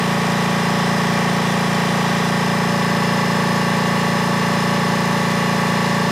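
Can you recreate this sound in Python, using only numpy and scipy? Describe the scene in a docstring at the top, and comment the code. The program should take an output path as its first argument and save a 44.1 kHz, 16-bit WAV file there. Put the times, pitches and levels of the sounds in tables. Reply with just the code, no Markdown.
"""A small motor-driven piston air compressor runs in a hard-walled workspace.
From the start each shaft turn repeats intake throb, valve and piston knocks and casing ring, a sum of shaft
orders; slow beats and the motor add side tones, and filtered noise rushes twice a turn. The casing whine swells
near 0.7 s. From 2.2 to 3 s the microphone shifts a little, crossfading to a second blend of tones; the whine
swells again near 3.3 s, then sinks toward the end."""
import sys
import numpy as np
from scipy import signal
from scipy.fft import rfft, irfft, next_fast_len
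from scipy.io import wavfile
from scipy.ndimage import uniform_filter1d

SR = 44100
rng = np.random.default_rng(int(sys.argv[2]) if len(sys.argv) > 2 else 0)


def bounce(signal):
    """Save signal as a 16-bit WAV file at the path given by the first command-line argument."""
    frames = np.transpose(np.atleast_2d(signal))
    limited = np.clip(frames, -1, 1)
    pcm = np.round(limited * 32767).astype(np.int16)
    wavfile.write(sys.argv[1], SR, pcm)


N = 269451

SHAFT_HZ, START_TURN = 28.704, .0664  # mean shaft speed; shaft angle at the start [turns]
PUSH_MOMENT = .825  # the piston's push, orders 2 and 3 [turns]
PULL_HZ = 120  # magnetic pull of the motor, twice the mains
EDGE_HZ = 15730  # upper band limit
TURN_POINTS, ORDERS = 8192, 540  # points in one stored turn; shaft orders, counted from 0

# Microphone shift: (time [s], share of the way moved [0-1])
MIC_SHIFT = [(0, 0.17), (2.2, 0), (3.0, 0.86), (6.2, 0.98)]
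# Rushing air and rattle, before peaks, ripples and swing: (frequency [Hz], density [dB per Hz])
RUSH_COLOUR = [(45, -88), (90, -90), (150, -70), (270, -71.5), (540, -65.5), (1050, -63), (1900, -62),
               (2400, -67), (5100, -72.5), (6500, -75.5), (9500, -81), (12000, -84), (15000, -89),
               (15700, -95)]
# Resonant peaks in the rush: (frequency [Hz], width [Hz], lift [dB])
HISS_PEAKS = [(2810, 110, 5), (3490, 250, 3), (5190, 300, 4), (6030, 200, 0.5), (7100, 200, -0.5),
              (7900, 130, 1.5), (9000, 270, 4), (9700, 280, 5.5), (14500, 300, -1)]
# Depth of the rush's swing over each stroke: (frequency [Hz], swing [dB])
STROKE_SWING = [(300, -5), (1500, -0.5), (5000, 1.5), (12000, 1)]
# Side-tone families beside every order: (offset [Hz], level on top of the colour [dB])
BEATS = [(4.5, -4), (5, 3), (-5, -17), (9.5, -8.5), (-10, -3), (14.5, -3), (7, -14), (-9, -12)]
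# Colour of the side tones: (frequency [Hz], level of one tone before its family level [dB])
BEAT_COLOUR = [(130, -62), (200, -51.5), (300, -62.5), (420, -48.5), (550, -48.5), (700, -59.5),
               (850, -51.5), (1050, -57.5), (1300, -56), (1800, -63.5), (2500, -61), (5000, -82),
               (8000, -81), (13000, -88)]
# Motor tones: (shaft order [count], multiple of the pull [count], level [dB])
MOTOR_TONES = [(30, 1, -47.5), (30, 2, -38.5), (30, 3, -45), (30, 4, -58), (31, 2, -37.5), (26, 2, -42.5)]
# Casing whine: (frequency [Hz], width [Hz], level before the shift [dB], level after [dB]), both before the swell
WHINE = (5113, 382, -53, -51.5)
# Swell of the whine: (time [s], lift [dB])
WHINE_SWELL = [(0, 2), (.7, 4.5), (1.3, 2), (2, -0.5), (2.6, 3.5), (3.3, 5), (3.9, 3), (4.5, 3), (5.1, 1),
               (5.6, -0.5), (6.2, -1)]
# Typical level of one order above the throb: (frequency [Hz], level [dB])
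ORDER_COLOUR = [(340, -59), (650, -59.5), (950, -48.5), (1250, -50.5), (1400, -53), (1850, -46.5),
                (2300, -52), (2800, -54), (3600, -56), (4300, -56), (5100, -64), (5800, -56), (7000, -68.5),
                (9500, -81), (13000, -85)]
# Valve and piston knocks: (frequency [Hz], width [Hz], level before the shift [dB], level after [dB],
# moment in the turn [0-1], struck both ways each turn [1 = yes])
KNOCKS = [(344, 25, -38, -40.5, .364, 0), (420, 105, -35.8, -36, .352, 0), (531, 50, -44, -41.5, .22, 0),
          (574, 25, -34.8, -32.4, .693, 0), (708, 85, -36.5, -39.5, .1, 0), (804, 30, -36, -44.4, .2104, 0),
          (832, 25, -37, -35, .9, 0), (882, 55, -39, -36.4, .9, 0), (988, 50, -37, -34.4, .6, 0),
          (1128, 80, -34.6, -33.8, .99, 0), (1246, 50, -40.8, -43, .2, 0), (1500, 380, -52, -54, .65, 0),
          (1592, 50, -43, -45, .78, 0), (1751, 25, -39.8, -34.6, .28, 0), (1835, 170, -39, -38.2, .28, 1),
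          (1972, 50, -38.5, -43, .241, 0), (2095, 30, -43.4, -45, .6, 0), (2813, 25, -45.2, -44.8, .1, 0)]
# Intake throb: (shaft order [count], level before the shift [dB], level after [dB])
THROB = [(2, -48.9, -49.4), (3, -48.5, -47.6), (4, -34.7, -33.4), (5, -28.8, -28.9), (6, -23.7, -24.0),
         (7, -28.3, -28.0), (8, -29.1, -28.6), (9, -38.9, -37.2), (10, -48.6, -51.0), (11, -46.6, -43.7)]
# Downward glide of the intake tone: (steady lead [turns], extra lead at order 4 [turns], growth per order [factor])
INTAKE_GLIDE = (.119, .072, 2.11)
# Left-right scatter: (frequency [Hz], level against the sum, before a fixed lift [dB])
STEREO_SCATTER = [(60, -36), (95, -45), (150, -87), (240, -42), (380, -28), (600, -28.5), (950, -25.5),
                  (1500, -22.5), (2380, -19.5), (3770, -18.5), (5980, -15), (9470, -11), (15000, -14)]


def amp(db):
    """Gain from dB."""
    return 10 ** (np.asarray(db) / 20)


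def read(points, hz):
    """A table read along a logarithmic frequency axis."""
    f, value = np.transpose(points)
    return np.interp(np.log(hz + 1), np.log(f + 1), value)


def curve(points):
    """A table drawn out over time."""
    s, value = np.transpose(points)
    return np.interp(np.arange(N) / SR, s, value)


def wander(rate_hz, count=24):
    """Slow drift of rms 1: sines of random phase from 0.2 Hz to rate_hz, the slower the stronger."""
    t = np.arange(0, N + 128, 64) / SR
    f = np.geomspace(.2, rate_hz, count)[:, None]
    sines = np.sin(2 * np.pi * (f * t + rng.random((count, 1))))
    drift = (sines / np.sqrt(f)).sum(0)
    return np.interp(np.arange(N) / SR, t, drift / drift.std())


def chance(count):
    """Complex order heights of mean power 1, as modes of casing and room add at random."""
    return rng.standard_normal((count, ORDERS, 2)) @ [1, 1j] / np.sqrt(2)


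def ring(hz, peak_hz, width):
    """A flat-topped resonance of gain 1."""
    return 1 / (1 + (2 * (hz - peak_hz) / width) ** 4)


def played(heights, turns):
    """One turn built from complex order heights, read at the shaft angle."""
    turn = np.fft.ifft(heights, TURN_POINTS) * TURN_POINTS * np.sqrt(2)
    at = turns % 1 * TURN_POINTS
    k = at.astype(int)
    step = turn[(k + 1) % TURN_POINTS] - turn[k]
    return turn[k] + (at - k) * step


def crossfade(before, after):
    """The microphone shift, a linear fade from the first blend to the second."""
    moved = np.clip(curve(MIC_SHIFT), 0, 1)
    return (1 - moved) * before + moved * after


def blend(heights, turns):
    """Two sets of order heights, passing from one to the other as the microphone shifts."""
    return crossfade(played(heights[0], turns), played(heights[1], turns)).real


def rush(turns):
    """Air noise that swells on the two strokes of each turn, rippled in colour as by near reflections."""
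    size = next_fast_len(N)
    hz = np.fft.rfftfreq(size, 1 / SR)
    colour_db = read(RUSH_COLOUR, hz)
    for peak_hz, width, lift_db in HISS_PEAKS:
        colour_db = colour_db + lift_db / (1 + (2 * (hz - peak_hz) / width) ** 2)
    # smoothed over 400 bins, brought back to rms 1; one set for each side of the shift
    ripples = uniform_filter1d(rng.standard_normal((2, len(hz))), size=400, axis=1) * 20
    noise = rfft(rng.standard_normal(size))
    both = irfft(noise * amp(colour_db + 2.9 * ripples) * np.sqrt(SR / 2), size)[:, :N]
    steady = crossfade(both[0], both[1] * amp(-0.5))

    f, t, frames = signal.stft(steady, SR, nperseg=128, noverlap=96)
    angle = 2 * np.pi * np.interp(t, np.arange(N) / SR, turns)
    stroke = np.cos(2 * (angle - 1.9)) + 0.1 * np.cos(angle - 2.2)
    flicker = uniform_filter1d(rng.standard_normal(len(t)), size=12) * np.sqrt(12)
    swing = amp(read(STROKE_SWING, f)[:, None] * (stroke + .5 * flicker))
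    return signal.istft(frames * swing, SR, nperseg=128, noverlap=96)[1][:N]


def beat_tones(turns):
    """Each slow beat against the shaft sets a weaker comb beside the orders."""
    t = np.arange(N) / SR
    colour = amp(read(BEAT_COLOUR, np.arange(ORDERS) * SHAFT_HZ))
    heights = colour * chance(count=len(BEATS))
    heights[:, :4] = 0  # no side tones at the lowest orders
    out = np.zeros(N)
    for (offset_hz, db), comb in zip(BEATS, heights):
        shifted = played(comb, turns) * np.exp(2j * np.pi * offset_hz * t)
        out += amp(db) * shifted.real
    return out


def motor_tones():
    """The motor's magnetic pull adds sines above shaft orders, each drifting in phase."""
    t = np.arange(N) / SR
    out = np.zeros(N)
    for order, multiple, db in MOTOR_TONES:
        hz = round(order) * SHAFT_HZ + round(multiple) * PULL_HZ
        phase = 2 * np.pi * (hz * t + rng.random()) + 0.79 * wander(3.22)
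        out += amp(db) * np.sqrt(2) * np.sin(phase)
    return out


def casing_whine(turns):
    """The casing resonates to a band of shaft orders, whose level swells and wavers."""
    peak_hz, width, before_db, after_db = WHINE
    resonance = ring(np.arange(ORDERS) * SHAFT_HZ, peak_hz, width)
    heights = amp([[before_db], [after_db]]) * resonance * chance(count=2)
    return blend(heights, turns) * amp(curve(WHINE_SWELL) + 1.2 * wander(9.9))


def knocks():
    """Order heights of valve and piston knocks, each ringing one resonance at its moment in the turn."""
    k = np.arange(ORDERS)
    heights = np.zeros((2, ORDERS), complex)
    for peak_hz, width, before_db, after_db, moment, both_ways in KNOCKS:
        struck = ring(k * SHAFT_HZ, peak_hz, width) * np.exp(-2j * np.pi * moment * k)
        if round(both_ways):
            struck *= k % 2  # odd orders alone: the opposite blow half a turn later
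        heights += amp([[before_db], [after_db]]) * struck
    return heights


def intake_throb():
    """Low order heights, phased so that the intake tone glides down through the stroke."""
    steady, extra, growth = INTAKE_GLIDE
    lead = steady + extra * growth ** (np.arange(12) - 4.)
    # each order's phase sums the leads below it, so higher orders come earlier in the stroke
    swept = 2 * np.pi * (np.cumsum(lead) - lead)
    angle = swept - swept[6]
    angle[:4] = -2 * np.pi * PUSH_MOMENT * np.arange(4)
    angle[10:] = 2 * np.pi * rng.random(2)
    heights = np.zeros((2, ORDERS), complex)
    for order, before_db, after_db in THROB:
        k = round(order)
        heights[:, k] = amp([before_db, after_db]) * np.exp(1j * angle[k])
    return heights


def pump(turns):
    """The shaft orders: throb at the bottom, knocks and a random ring of casing and room above, plus whine."""
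    ringing = amp(read(ORDER_COLOUR, np.arange(ORDERS) * SHAFT_HZ)) * chance(count=2)
    ringing[:, :12] = 0  # the throb's own range
    heights = ringing + intake_throb() + knocks()
    return blend(heights, turns) + casing_whine(turns)


def stereo(mid):
    """A faint, ever-changing random scatter of the sum, added left and subtracted right."""
    hz, _, frames = signal.stft(mid, SR, nperseg=4096, noverlap=3072)
    scatter = rng.standard_normal(frames.shape + (2,)) @ [1, 1j] * np.sqrt(2)
    level = amp(read(STEREO_SCATTER, hz))[:, None]
    side = signal.istft(frames * scatter * level, SR, nperseg=4096, noverlap=3072)[1][:N]
    return np.array([mid + side, mid - side])


def scene():
    """One slightly uneven shaft angle times the rush, side tones and pump; motor tones hold the mean speed."""
    turns = START_TURN + SHAFT_HZ * np.arange(N) / SR + 0.00088 * wander(6.)
    tones = pump(turns) + beat_tones(turns) + motor_tones()
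    unsteady = amp(.12 * wander(8.))
    return stereo(tones * unsteady + rush(turns))


def record(dry):
    """A steep low-pass sets the band limit."""
    lowpass = signal.firwin(1023, EDGE_HZ, window=("kaiser", 10), fs=SR)
    return signal.oaconvolve(dry, lowpass[None], "same")


dry = scene()
out = record(dry)
bounce(out)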